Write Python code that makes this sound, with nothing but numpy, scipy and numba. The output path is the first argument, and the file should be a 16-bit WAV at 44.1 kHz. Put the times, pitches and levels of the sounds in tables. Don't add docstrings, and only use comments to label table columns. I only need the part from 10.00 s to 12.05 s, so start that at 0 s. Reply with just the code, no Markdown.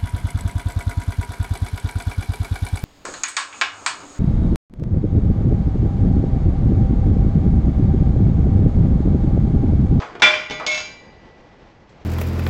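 import sys
import numpy as np
from scipy import signal
from scipy.fft import rfft, irfft
from scipy.io import wavfile
from scipy.ndimage import uniform_filter1d, minimum_filter1d, map_coordinates
from numba import njit

SR = 44100
rng = np.random.default_rng(int(sys.argv[2]) if len(sys.argv) > 2 else 0)


def to_wav(s):
    ch = np.atleast_2d(s).T
    pcm = np.round(np.clip(ch, -1, 1) * 32767)
    wavfile.write(sys.argv[1], SR, pcm.astype(np.int16))


N = 90404

# pitch in Hz, t60 in seconds, then the mode's share in dB of a crash, a
STEEL_MODES = [ (614, 0.56, -18.5, -37, -28, -44.5), (609.2, 0.1, -51, -61, -45, -52),
               (758, 0.25, -33.5, -55.5, -37, -56), (1077, 0.3, -43.5, -38.5, -29.5, -35),
               (1195, 0.98, -36.5, -39, -62, -73), (1427, 0.79, -39.5, -48, -53, -59),
               (1413, 0.12, -16, -48.5, -59, -37.5), (1488, .25, -22, -53.5, -37, -48),
               (1572, 0.26, -24.5, -33.5, -48, -34.5), (1956, 0.205, -12, -49, -55, -63),
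               (1970.5, 3.2, -31, -45.5, -57, -51.5), (2066, 2.1, -32.5, -52.5, -64, -56),
               (2186, .3, -27, -38, -19, -46), (2338, .62, -13, -35, -28, -29),
               (2364, .26, -3, -50, -48, -50), (2392, .28, -14, -48, -55, -55),
               (2440, 0.6, -24, -42.5, -54, -58), (2650, 0.18, -23.5, -45.5, -31, -28),
               (2740, 0.14, -27, -58, -41.5, -41), (2905, 1.6, -67.5, -50, -52, -53),
               (3466, .22, -12, -39.5, -25, -49), (3498, 0.13, -47, -44, -41, -38),
               (3550, 0.66, -30.5, -48.5, -52, -43.5), (3770, .45, -41.5, -56, -38.5, -46.5),
               (3986, .5, -41.5, -54.5, -37, -36.5), (4000, 0.78, -46.5, -51, -45, -46),
               (4778, 1.4, -30.5, -59.5, -48, -52.5), (4826, 0.81, -33, -51.5, -47, -40.5),
               (5210, .42, -28.5, -54.5, -56, -48.5), (5560, 0.34, -40, -63.5, -35.5, -39.5),
               (6640, 0.35, -48, -52, -47, -41), (6540, 0.94, -47, -58, -30, -55),
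               (6724, 0.26, -42, -56, -31, -52), (6820, 0.35, -51, -63.5, -36, -38),
               (7050, 0.38, -49, -68, -49, -48)]
# start in seconds, ring drive in dB, clatter drive in dB, choke on the
# earlier ring in dB (only negative values act), kind of contact.
DISH_HITS = [ (.0, -15, -11, 24.5, "glance"), (0.019, -26, -9.5, 0, "glance"),
             (.198, -26, -9.5, 0, "glance"), (.2205, -0.5, 4.5, 3, "crash"), (.238, -22, -2.5, 1, "crash"),
             (.261, -30, -6.5, -6, "crash"), (.304, -18.5, -34, 9, "crash"), (.340, -37, -13.5, 1, "crash"),
             (.402, -3.5, -22, -8, "glance"), (0.499, -14, -3.5, -9.5, "glance"),
             (.5085, 3, 3, -19.5, "glance"), (.665, 0, 1.5, 0, "flat"), (0.714, 1, -2, -1, "settle"),
             (.746, -7, 1.5, -16, "settle"), (0.776, -2.5, -1.5, -11, "settle"),
             (.803, -24, -6.5, 1, "settle")]
CLATTER_TONES = { "crash": (-11.5, 0.12, [(60, -25.5), (250, -11.5), (700, -6.5), (1700, -2), (3200, -2),
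                 (4200, -15.5), (6000, -17.5), (8000, -28.5)]), "glance": (-28.5, 0.065, [(60, -18.5),
                 (250, 7.5), (700, 0), (1700, -6.5), (3200, -5), (4200, -7.5), (6000, -14.5), (8000, -32)]),
                 "flat": (-22, 0.1, [(60, -41), (250, 0.5), (700, -0.5), (1700, -4), (3200, 4.5), (4200, 1),
                 (6000, -6), (8000, -15)]), "settle": (-27.5, 0.11, [(100, -32), (700, -2), (1700, -1),
                 (3200, 5.5), (6000, -2), (8000, -15.5)])}
# start in seconds, level in dB, centre in Hz,
# width in octaves, t60 in seconds.
KNOCKS_TICKS_AND_BOOM = [(.0, -31.5, 463, 1.16, 0.38), (.021, -29.5, 1020, 0.65, 0.19),
                         (.152, -32, 303, 0.35, 0.17), (0.152, -32.5, 1100, 0.75, 0.08),
                         (0.202, -30.5, 704, 0.48, 0.075), (.508, -37, 302, 0.86, 0.17),
                         (.51, -40, 148, 0.31, .4), (.599, -26.5, 800, 0.8, 0.24),
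                         (1.526, -53.5, 607, 1.1, 0.051), (1.893, -56, 2490, 1.1, 0.087)]
# frequency in Hz, relative level in dB.
ROOM_TONE_CURVE = [(15, -14), (25, -1), (132, -1), (254, -3.5), (431, -6), (499, -4.5), (590, -8),
                   (868, -8), (1280, -16.5), (2020, -17.5), (2170, -18.5), (5850, -32), (8000, -44),
                   (10400, -77), (17600, -120)]

RING_RISE_S, RING_PIVOT_HZ = 0.0079, 2440
WOBBLE_DEPTH, WOBBLE_HZ = 0.43, 13.86
TICK_DB, TICK_T60_S = 1.5, 0.01
FAINT_MODES_DB, FAINT_T60_S = -5, 0.12
ROOM_LOW_T60_S, ROOM_TREBLE_T60_S, PREDELAY_S = 0.51, 0.44, 0.0035
RING_SEND_DB, IMPACT_SEND_DB = -4, -3.5
ROOM_TONE_DB, ROOM_TONE_WAVER_DB = -47, 1.4
MIC_CUTOFF_HZ, OUTPUT_CUTOFF_HZ = 7860, 16000
LIMIT_CEILING, LIMIT_WINDOW_S = 0.72, 0.0002


def undb(db):
    return 10 ** (np.asarray(db) / 20)


def decay(start, t60):
    age = np.arange(N) / SR - start
    return (age >= 0) * np.exp(-np.log(1000) * np.maximum(age, 0) / t60)


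def curve_db(points, hz):
    point_hz, point_db = np.array(points).T
    return np.interp(np.log(np.maximum(hz, 1)), np.log(point_hz), point_db)


def noise(colour):
    hz = np.maximum(np.fft.rfftfreq(N, 1 / SR), 1)
    shaped = irfft(rfft(rng.standard_normal(N)) * undb(colour(hz)), N)
    return shaped / shaped.std()


def drift(rate_hz):
    points = rng.standard_normal(size=256)
    return map_coordinates(points, [np.arange(N) / SR * 2 * rate_hz], order=2, mode="wrap")


def resonator(force, hz, t60):
    radius = np.exp(-np.log(1000) / (t60 * SR))
    angle = 2 * np.pi * hz / SR
    feedback = [1, -2 * radius * np.cos(angle), radius * radius]
    return signal.lfilter([0, radius * np.sin(angle)], feedback, force + 1e-18)


@njit
def stored_energy(feed, retained):
    out, energy = np.empty(len(feed)), 0.
    for i in range(len(feed)):
        energy = energy * retained[i] + feed[i] + 1e-20
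        out[i] = energy
    return out


def dish_ring():
    out, t = np.zeros(N), np.arange(N) / SR
    for hz, t60, *shares_db in STEEL_MODES:
        share_db = dict(zip(CLATTER_TONES, shares_db))
        height = min(hz / RING_PIVOT_HZ, 1)
        feed = np.zeros(N)
        retained = np.full(N, np.exp(-2 * np.log(1000) / (t60 * SR)))
        for start, ring_db, _, choke_db, contact in DISH_HITS:
            at = int(start * SR)
            feed[at] += undb(ring_db + share_db[contact]) ** 2
            retained[at] *= undb(min(choke_db, 0) * height ** 2) ** 2
        attack = np.exp(-hz / RING_PIVOT_HZ / (RING_RISE_S * SR))
        envelope = signal.lfilter([1 - attack], [1, -attack], np.sqrt(stored_energy(feed, retained)))
        phase = 2 * np.pi * (hz * t + rng.random())
        level_wobble = WOBBLE_DEPTH * height * drift(WOBBLE_HZ)
        phase_wobble = WOBBLE_DEPTH * height * drift(WOBBLE_HZ)
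        out += envelope * ((1 + level_wobble) * np.sin(phase) + phase_wobble * np.cos(phase))
    return out


def dish_clatter():
    out = np.zeros(N)
    for start, _, drive_db, _, contact in DISH_HITS:
        trim_db, t60, tone = CLATTER_TONES[contact]
        envelope = decay(start, t60) + undb(TICK_DB) * decay(start, TICK_T60_S)
        out += undb(drive_db + trim_db) * envelope * noise(lambda hz: curve_db(tone, hz))
    faint_hz = rng.uniform(700, 8200, size=220)
    kicks = np.zeros((len(faint_hz), len(DISH_HITS)))
    for hit, (_, _, drive_db, _, contact) in enumerate(DISH_HITS):
        trim_db, _, tone = CLATTER_TONES[contact]
        shares = undb(curve_db(tone, faint_hz)) * rng.standard_normal(len(faint_hz))
        shares /= np.sqrt(np.sum(shares ** 2) / 2)
        kicks[:, hit] = undb(drive_db + trim_db + FAINT_MODES_DB) * shares
    hit_samples = [int(start * SR) for start, *_ in DISH_HITS]
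    for hz, mode_kicks in zip(faint_hz, kicks):
        force = np.zeros(N)
        force[hit_samples] = mode_kicks
        out += resonator(force, hz, FAINT_T60_S)
    return out


def knocks_ticks_and_boom():
    out = np.zeros(N)
    for start, db, centre_hz, octaves, t60 in KNOCKS_TICKS_AND_BOOM:
        hump = lambda hz: -80 * np.log10(1 + (np.log2(hz / centre_hz) / octaves) ** 2 / 8)
        out += undb(db) * decay(start, t60) * noise(hump)
    return out


def room_tone():
    waver = noise(lambda hz: -20 * np.log10(1 + (hz / 8) ** 2))
    bed = noise(lambda hz: curve_db(ROOM_TONE_CURVE, hz))
    return undb(ROOM_TONE_DB + ROOM_TONE_WAVER_DB * waver) * bed


def kitchen_reverb(send, crossover_hz=2500):
    lows = noise(lambda hz: -10 * np.log10(1 + (hz / crossover_hz) ** 2))
    treble = noise(lambda hz: -10 * np.log10(1 + (crossover_hz / hz) ** 2))
    tail = 0.49 * lows * decay(PREDELAY_S, ROOM_LOW_T60_S)
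    tail += treble * decay(PREDELAY_S, ROOM_TREBLE_T60_S)
    tail /= np.sqrt(np.sum(tail ** 2))
    return signal.fftconvolve(send, tail)[:N]


def scene():
    ring = dish_ring()
    impacts = dish_clatter() + knocks_ticks_and_boom()
    reverb = kitchen_reverb(undb(RING_SEND_DB) * ring + undb(IMPACT_SEND_DB) * impacts)
    return (ring + impacts + reverb + room_tone())[None]


def record(dry):
    mic = signal.sosfilt(signal.butter(16, MIC_CUTOFF_HZ, fs=SR, output="sos"), dry[0])
    window = 2 * int(LIMIT_WINDOW_S * SR / 2) + 1
    needed_gain = LIMIT_CEILING / np.maximum(np.abs(mic), LIMIT_CEILING)
    gain = uniform_filter1d(minimum_filter1d(needed_gain, window), window)
    high_cut = signal.ellip(8, .2, 70, OUTPUT_CUTOFF_HZ, fs=SR, output="sos")
    return signal.sosfilt(high_cut, mic * gain)[None]


dry = scene()
out = record(dry)
to_wav(out)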